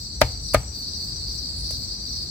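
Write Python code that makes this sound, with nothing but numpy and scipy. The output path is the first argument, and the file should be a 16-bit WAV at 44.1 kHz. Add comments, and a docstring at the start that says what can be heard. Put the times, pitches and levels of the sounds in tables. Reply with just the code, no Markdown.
"""Outdoors at night: a machete chops twice through a thin stick on a wooden block.
The edge crunches through the fibres, knocks on the block and shakes the ground; two light ticks
follow as the stick is moved. Field crickets chirp with their wings, a higher cricket trills and
bush crickets rasp and buzz, all around, over night air and a low rumble."""
import sys
import numpy as np
from scipy import signal
from scipy.fft import rfft, irfft
from scipy.io import wavfile
from scipy.ndimage import uniform_filter1d

SR = 44100
rng = np.random.default_rng(int(sys.argv[2]) if len(sys.argv) > 2 else 0)


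def master(y):
    """Save y as 16-bit WAV."""
    cut = np.clip(np.atleast_2d(y).T, -1, 1)
    pcm = np.round(cut * 32767)  # scale
    wavfile.write(sys.argv[1], SR, pcm.astype(np.int16))


N = 101429
TIME = np.arange(N) / SR

# level of the distant field crickets: time_s, level_db
CHORUS_LEVEL = [(0, -39), (.15, -38.5), (.3, -38), (.41, -41), (.52, -33), (.6, -49), (.67, -46),
                (.76, -39), (.87, -35.5), (1.2, -35.5), (1.65, -34.5), (1.98, -37.5), (2.12, -34),
                (2.3, -36)]
STROKES_PER_S, STROKE_FALL = 25, 0.138  # field cricket wings; fall as a fraction of pitch
BACKGROUND_PAN_DB = 2.5


def from_db(db):
    """Decibels to gain."""
    return 10 ** (np.asarray(db) / 20)


def pan(db):
    """Stereo gains; positive is left."""
    return from_db(np.array([[db], [-db]]) / 2)


def curve(rows):
    """Gain along rows of time_s, level_db."""
    return from_db(np.interp(TIME, *np.transpose(rows)))


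def decay(start_s, t60_s):
    """Exponential decay from start_s."""
    return (TIME >= start_s) * from_db(-60 * np.maximum(TIME - start_s, 0) / t60_s)


def flicker(rate_hz):
    """Smooth random drift, spread about 1."""
    knots = rng.standard_normal(400)
    return np.interp(TIME * rate_hz, np.arange(len(knots)), knots)


def noise(spectrum):
    """Stereo noise, rms 1, from rows of freq_hz, density_db; alike in the bass, diffuse in the treble."""
    # left-right likeness: freq_hz, correlation
    likeness = [(50, 0.95), (300, 0.84), (1000, -0.11), (2500, 0.22), (4700, -0.34), (8000, 0.019),
                (15000, -0.18)]
    f = np.fft.rfftfreq(N, 1 / SR) + 1
    hz, db = np.transpose(spectrum)
    gain = from_db(np.interp(np.log(f), np.log(hz), db, left=-np.inf, right=-np.inf))
    alike = np.clip(np.interp(f, *np.transpose(likeness)), -1, 1)
    mid, side = rfft(rng.standard_normal((2, N)))
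    x = irfft(gain * (np.sqrt(1 + alike) * mid + np.sqrt(1 - alike) * side * [[1], [-1]]), N)
    return x / x.std()


def ring(start_s, hz, db, t60_s):
    """One struck mode."""
    return -from_db(db) * decay(start_s, t60_s) * np.sin(2 * np.pi * hz * (TIME - start_s))


def among_trees(x, echo_db, t60_s):
    """Diffuse echoes from trunks and leaves, different at each ear; overall level is kept."""
    t = TIME[:SR // 2]
    echoes = rng.standard_normal((2, len(t))) * from_db(-60 * t / t60_s)
    echoes /= np.sqrt(np.sum(echoes ** 2, axis=1, keepdims=True))
    wet = from_db(echo_db)
    return (x + wet * signal.fftconvolve(x, echoes, axes=1)[:, :N]) / np.hypot(1, wet)


def night_air():
    """Soft hiss over a low rumble that swells and sinks."""
    # spectra: freq_hz, density_db
    air = [(90, -7), (160, 1.5), (280, -2), (450, -12), (800, -17.5), (1500, -22), (2600, -25), (3200, -30),
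           (16000, -41)]
    rumble = [(22, -61), (35, -23), (50, -0.5), (70, -0.5), (110, -9), (170, -19), (300, -51)]
    # envelopes: time_s, level_db
    air_level = [(0, -48.5), (.65, -47), (.9, -45.5), (1.2, -45), (1.6, -45.5), (2.0, -45.5), (2.3, -45.5)]
    rumble_level = [(0, -40), (.35, -34), (.65, -35), (.85, -40.5), (1.05, -36), (1.22, -35), (1.5, -39),
                    (1.6, -36.5), (1.82, -32.5), (1.92, -40.5), (2.3, -35)]
    return (noise(air) * curve(air_level) + noise(rumble) * curve(rumble_level)) * pan(BACKGROUND_PAN_DB)


def field_crickets():
    """Each wing stroke is a falling whistle with a thin third harmonic; a few strokes make a chirp."""
    # near chirps: start_s, strokes, centre_hz, level_db, pan_db
    chirps = [(0.0, 2, 4850, -37, 4), (0.228, 4, 4700, -35.5, 2), (0.451, 4, 4750, -38, -1),
              (0.747, 4, 4600, -30, 5), (0.955, 4, 4800, -29.5, -2), (1.18, 3, 4850, -36.5, -7),
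              (1.268, 4, 4650, -30.5, 3), (1.438, 4, 4650, -37, -16), (1.585, 4, 4850, -37.5, -13),
              (1.734, 3, 4550, -33, 6), (1.875, 2, 4900, -36, -12), (2.011, 3, 4600, -30.5, 7.5),
              (2.10, 4, 4800, -30.5, -4)]
    stroke_s = 0.0313
    out = np.zeros((2, N))
    for start_s, strokes, centre_hz, level_db, pan_db in chirps:
        for k, (late, sharp, loud) in enumerate(rng.standard_normal((int(round(strokes)), 3))):
            progress = (TIME - start_s - k / STROKES_PER_S - 0.0016 * late) / stroke_s
            on = (progress > 0) & (progress < 1)
            stroke = progress[on]
            hz = centre_hz * (1 + 0.01137 * sharp - STROKE_FALL * (stroke - .5))
            phase = 2 * np.pi * np.cumsum(hz) / SR
            whistle = np.sin(phase) + from_db(-25) * np.sin(3 * phase)
            out[:, on] += pan(pan_db) * from_db(level_db + 1.3 * loud) * np.sin(np.pi * stroke) * whistle
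    return out


def far_field_crickets():
    """The same kind further off, each with its own pitch, pace and place."""
    singers, centre_hz, chirps_per_s = 12, 4543, 4.9
    out = np.zeros((2, N))
    for pitch, (pace, offset, side) in zip(np.linspace(-1, 1, singers), rng.uniform(-1, 1, (singers, 3))):
        stroke = (TIME * STROKES_PER_S * (1 + .1 * pace) + offset) % 1
        hz = centre_hz * (1 + .07 * pitch + 0.016 * flicker(18) - STROKE_FALL * (stroke - .5))
        whistle = np.sin(2 * np.pi * np.cumsum(hz) / SR)
        chirp_cycles = TIME * chirps_per_s * (1 + 0.247 * pace) + offset
        chirping = np.clip(0.1 + np.sin(2 * np.pi * chirp_cycles), 0, 1)
        out += pan(BACKGROUND_PAN_DB + 7 * side) * chirping * np.sin(np.pi * stroke) * whistle
    return out / out.std() * curve(CHORUS_LEVEL) * from_db(-0.5)


def shimmer():
    """The crickets' overtones, as a high band of noise."""
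    # spectrum: freq_hz, density_db
    overtones = [(10500, -20), (12700, -12), (13700, 1), (14800, -2), (16000, -12)]
    # envelope: time_s, level_db
    level = [(0, -53), (.15, -73), (.3, -64), (.42, -64), (.52, -57), (.66, -74), (.79, -49), (.89, -69),
             (1.05, -50), (1.13, -65), (1.38, -56), (1.47, -61), (1.66, -59), (1.8, -52), (1.98, -69),
             (2.15, -56), (2.3, -65)]
    return noise(overtones) * curve(level)


def far_insects():
    """Distant field crickets, trills and bush crickets rasping in the trees merge into throbbing bands."""
    # spectra: freq_hz, density_db
    chorus_band = [(3000, -56), (3350, -28), (3700, -16), (4300, -2.5), (4720, -0.5), (5050, -6),
                   (5400, -14), (6200, -27.5), (9000, -26), (11000, -39.5), (16000, -33)]
    trill_band = [(5400, -45), (5700, 15), (5830, 11.5), (5960, 19.5), (6080, -35), (6400, -61)]
    rasp_band = [(5800, -55), (6400, -19), (7100, -7.5), (7850, 5), (8200, -1.5), (8600, -30), (10500, -37),
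                 (16000, -22)]
    chorus = noise(chorus_band) * curve(CHORUS_LEVEL) * from_db(2 * flicker(49.75))
    trills = noise(trill_band) * from_db(-45 + 2 * flicker(65.6))
    rasp = noise(rasp_band) * from_db(-47.5 + 2.3 * flicker(14.76) + 0.63 * flicker(160))
    return (chorus + trills) * pan(BACKGROUND_PAN_DB) + rasp * pan(5.2)


def trilling_cricket():
    """A higher cricket on the left: nearly pure, uneven pulses that swell and fade in each chirp."""
    # chirps: middle_s, level_db
    chirps = [(0.22, -46.5), (0.46, -39), (0.68, -41), (0.9, -40), (1.13, -40.5), (1.35, -37.5),
              (1.70, -38.5), (1.91, -39.5), (2.12, -39.5)]
    pitch_hz, glide_hz, waver_hz = 5827, 72, 26.4
    pulses_per_s, chirp_s, uneven_db = 32.3, 0.17, 3
    stroke = TIME * pulses_per_s % 1
    hz = pitch_hz + glide_hz * (.5 - stroke) + waver_hz * flicker(68)
    pulses = np.sin(2 * np.pi * np.cumsum(hz) / SR) * np.sin(np.pi * stroke)
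    swell = sum(from_db(db) * np.cos(np.pi * np.clip((TIME - s) / chirp_s, -.5, .5)) for s, db in chirps)
    return pan(23.5) * pulses * swell * from_db(uneven_db * flicker(40.42))


def chops():
    """The edge crunches through the stick; block, stick and ground ring; trees scatter the crack."""
    # edge meets block: hit_s, level_db, cutting_s, crunch_db, crack_db, stick_hz, stick_db
    blows = [(0.2155, -2, 0.0052, -23, -14, 910, -12.5), (0.5454, -3, 0.0098, -21, -18, 1225, -14)]
    # crunching fibres: freq_hz, density_db
    fibre_spectrum = [(300, 16), (2000, 11), (5000, -1), (9000, 16), (12000, 4), (16000, 9)]
    # splitting wood: centre_hz, level_db, t60_s, scatter_db
    crack_bands = [(476, -6.5, 0.063, -26.5), (757, -1.5, 0.064, -21), (1310, -3, 0.037, -27.5),
                   (2220, -1, 0.064, -27.5), (4370, 3.5, 0.034, -22.5), (8650, -32, 0.048, -33),
                   (13400, -1, 0.013, -31)]
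    # low modes of block and ground: freq_hz, level_db, t60_s
    ground_modes = [(60.5, -7.5, 0.12), (86.4, 0.5, 0.059), (122.1, -14.5, 0.19)]
    snap_lead_s, ground_lag_s, ground_rise_s = 0.0014, 0.0046, 0.016
    fibres = noise(fibre_spectrum)
    bands = [(noise([(hz / 2, -20), (hz, 0), (hz * 2, -20)]), *rest) for hz, *rest in crack_bands]
    out = np.zeros((2, N))
    for hit_s, level_db, cutting_s, crunch_db, crack_db, stick_hz, stick_db in blows:
        bite = from_db(crunch_db + 3.3 * np.clip((TIME - hit_s) / cutting_s, -1, 0))
        snap = from_db(1.5) * decay(hit_s - snap_lead_s, t60_s=0.039)  # the last fibres part
        crunch = fibres * bite * (TIME > hit_s - cutting_s) * ((TIME < hit_s) + snap)
        knock = block(hit_s) + ring(hit_s, stick_hz, stick_db, t60_s=0.066)
        swell = np.clip((TIME - hit_s - ground_lag_s) / ground_rise_s, 0, 1)
        thud = swell * sum(ring(hit_s + ground_lag_s, *mode) for mode in ground_modes)
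        scatter = from_db(-15) * decay(hit_s, t60_s=0.42)
        crack = sum(band * (from_db(crack_db + db) * decay(hit_s, t60_s) + from_db(scatter_db) * scatter)
                    for band, db, t60_s, scatter_db in bands)
        out += from_db(level_db) * (crunch + knock + thud + crack)
    return out * pan(3)


def block(hit_s):
    """The block's knock; its modes build up while the edge is in contact."""
    # block modes: freq_hz, level_db, t60_s, pan_db
    modes = [(275, -19, .08, -2), (543, -27, 0.1, -6), (598, -7.5, 0.042, -6.5), (630, -4.5, 0.04, 7),
             (760, -24, .045, 12), (990, -10.5, 0.024, 9), (1221, -7.5, 0.027, -2), (1410, -18.5, .04, -8),
             (1610, -26.5, 0.048, 31), (1778, -21.5, 0.068, 0), (1930, -19.5, 0.036, 16),
             (2200, -23, 0.075, 5)]
    contact_s = 0.00042
    rise = np.clip((TIME - hit_s) / contact_s, 0, 1)
    return rise * sum(ring(hit_s, hz, db, t60_s) * pan(pan_db) for hz, db, t60_s, pan_db in modes)


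def bush_cricket():
    """Short, very high buzzes on the right, each leaving a faint echo."""
    # buzzes: start_s, length_s, level_db
    buzzes = [(0.412, .115, -53.5), (1.565, .11, -49.5)]
    # spectrum: freq_hz, density_db
    buzz_band = [(8300, -33), (9100, 11), (9550, 13), (9900, -5), (10300, -33)]
    level = np.zeros(N)
    for start_s, length_s, level_db in buzzes:
        on = (TIME > start_s) * (TIME < start_s + length_s)
        echo = from_db(-6) * decay(start_s + length_s, t60_s=0.95)
        level += from_db(level_db) * (on + echo)
    return noise(buzz_band) * uniform_filter1d(level, size=400) * from_db(2 * flicker(90)) * pan(-7)


def ticks():
    """Light, gritty touches of stick and blade that also stir the block."""
    # touches: start_s, grit_db, t60_s, knock_db
    touches = [(0.78, -47.5, 0.43, -64), (1.708, -38, 0.14, -40.5)]
    # spectrum: freq_hz, density_db
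    grit_spectrum = [(200, 1), (600, 9), (1300, -15), (3000, -4), (8000, 7.5), (16000, -3)]
    grit = noise(grit_spectrum) * from_db(3.3 * flicker(169.8))
    return sum(from_db(grit_db) * decay(start_s, t60_s) * grit + from_db(knock_db) * block(start_s)
               for start_s, grit_db, t60_s, knock_db in touches)


def scene():
    """Chopping in front, insects and night air all around."""
    air = night_air()
    near = among_trees(field_crickets(), echo_db=-2, t60_s=0.1)
    far = among_trees(far_field_crickets(), echo_db=13.5, t60_s=0.1) + shimmer()
    trill = among_trees(trilling_cricket(), echo_db=7.5, t60_s=0.12)
    chopping = among_trees(chops(), echo_db=-24.5, t60_s=0.22)
    return chopping + ticks() + near + far + trill + far_insects() + bush_cricket() + air


def record(dry):
    """Cuts the deepest bass, rounds the loudest peaks, cuts the top."""
    low_hz, high_hz = 34, 15900
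    x = signal.sosfilt(signal.butter(3, low_hz, "high", fs=SR, output="sos"), dry)
    rounded = x / (1 + x ** 4) ** (1 / 4)
    return signal.sosfilt(signal.ellip(12, .1, 90, high_hz, fs=SR, output="sos"), rounded)


dry = scene()
out = record(dry)
master(out)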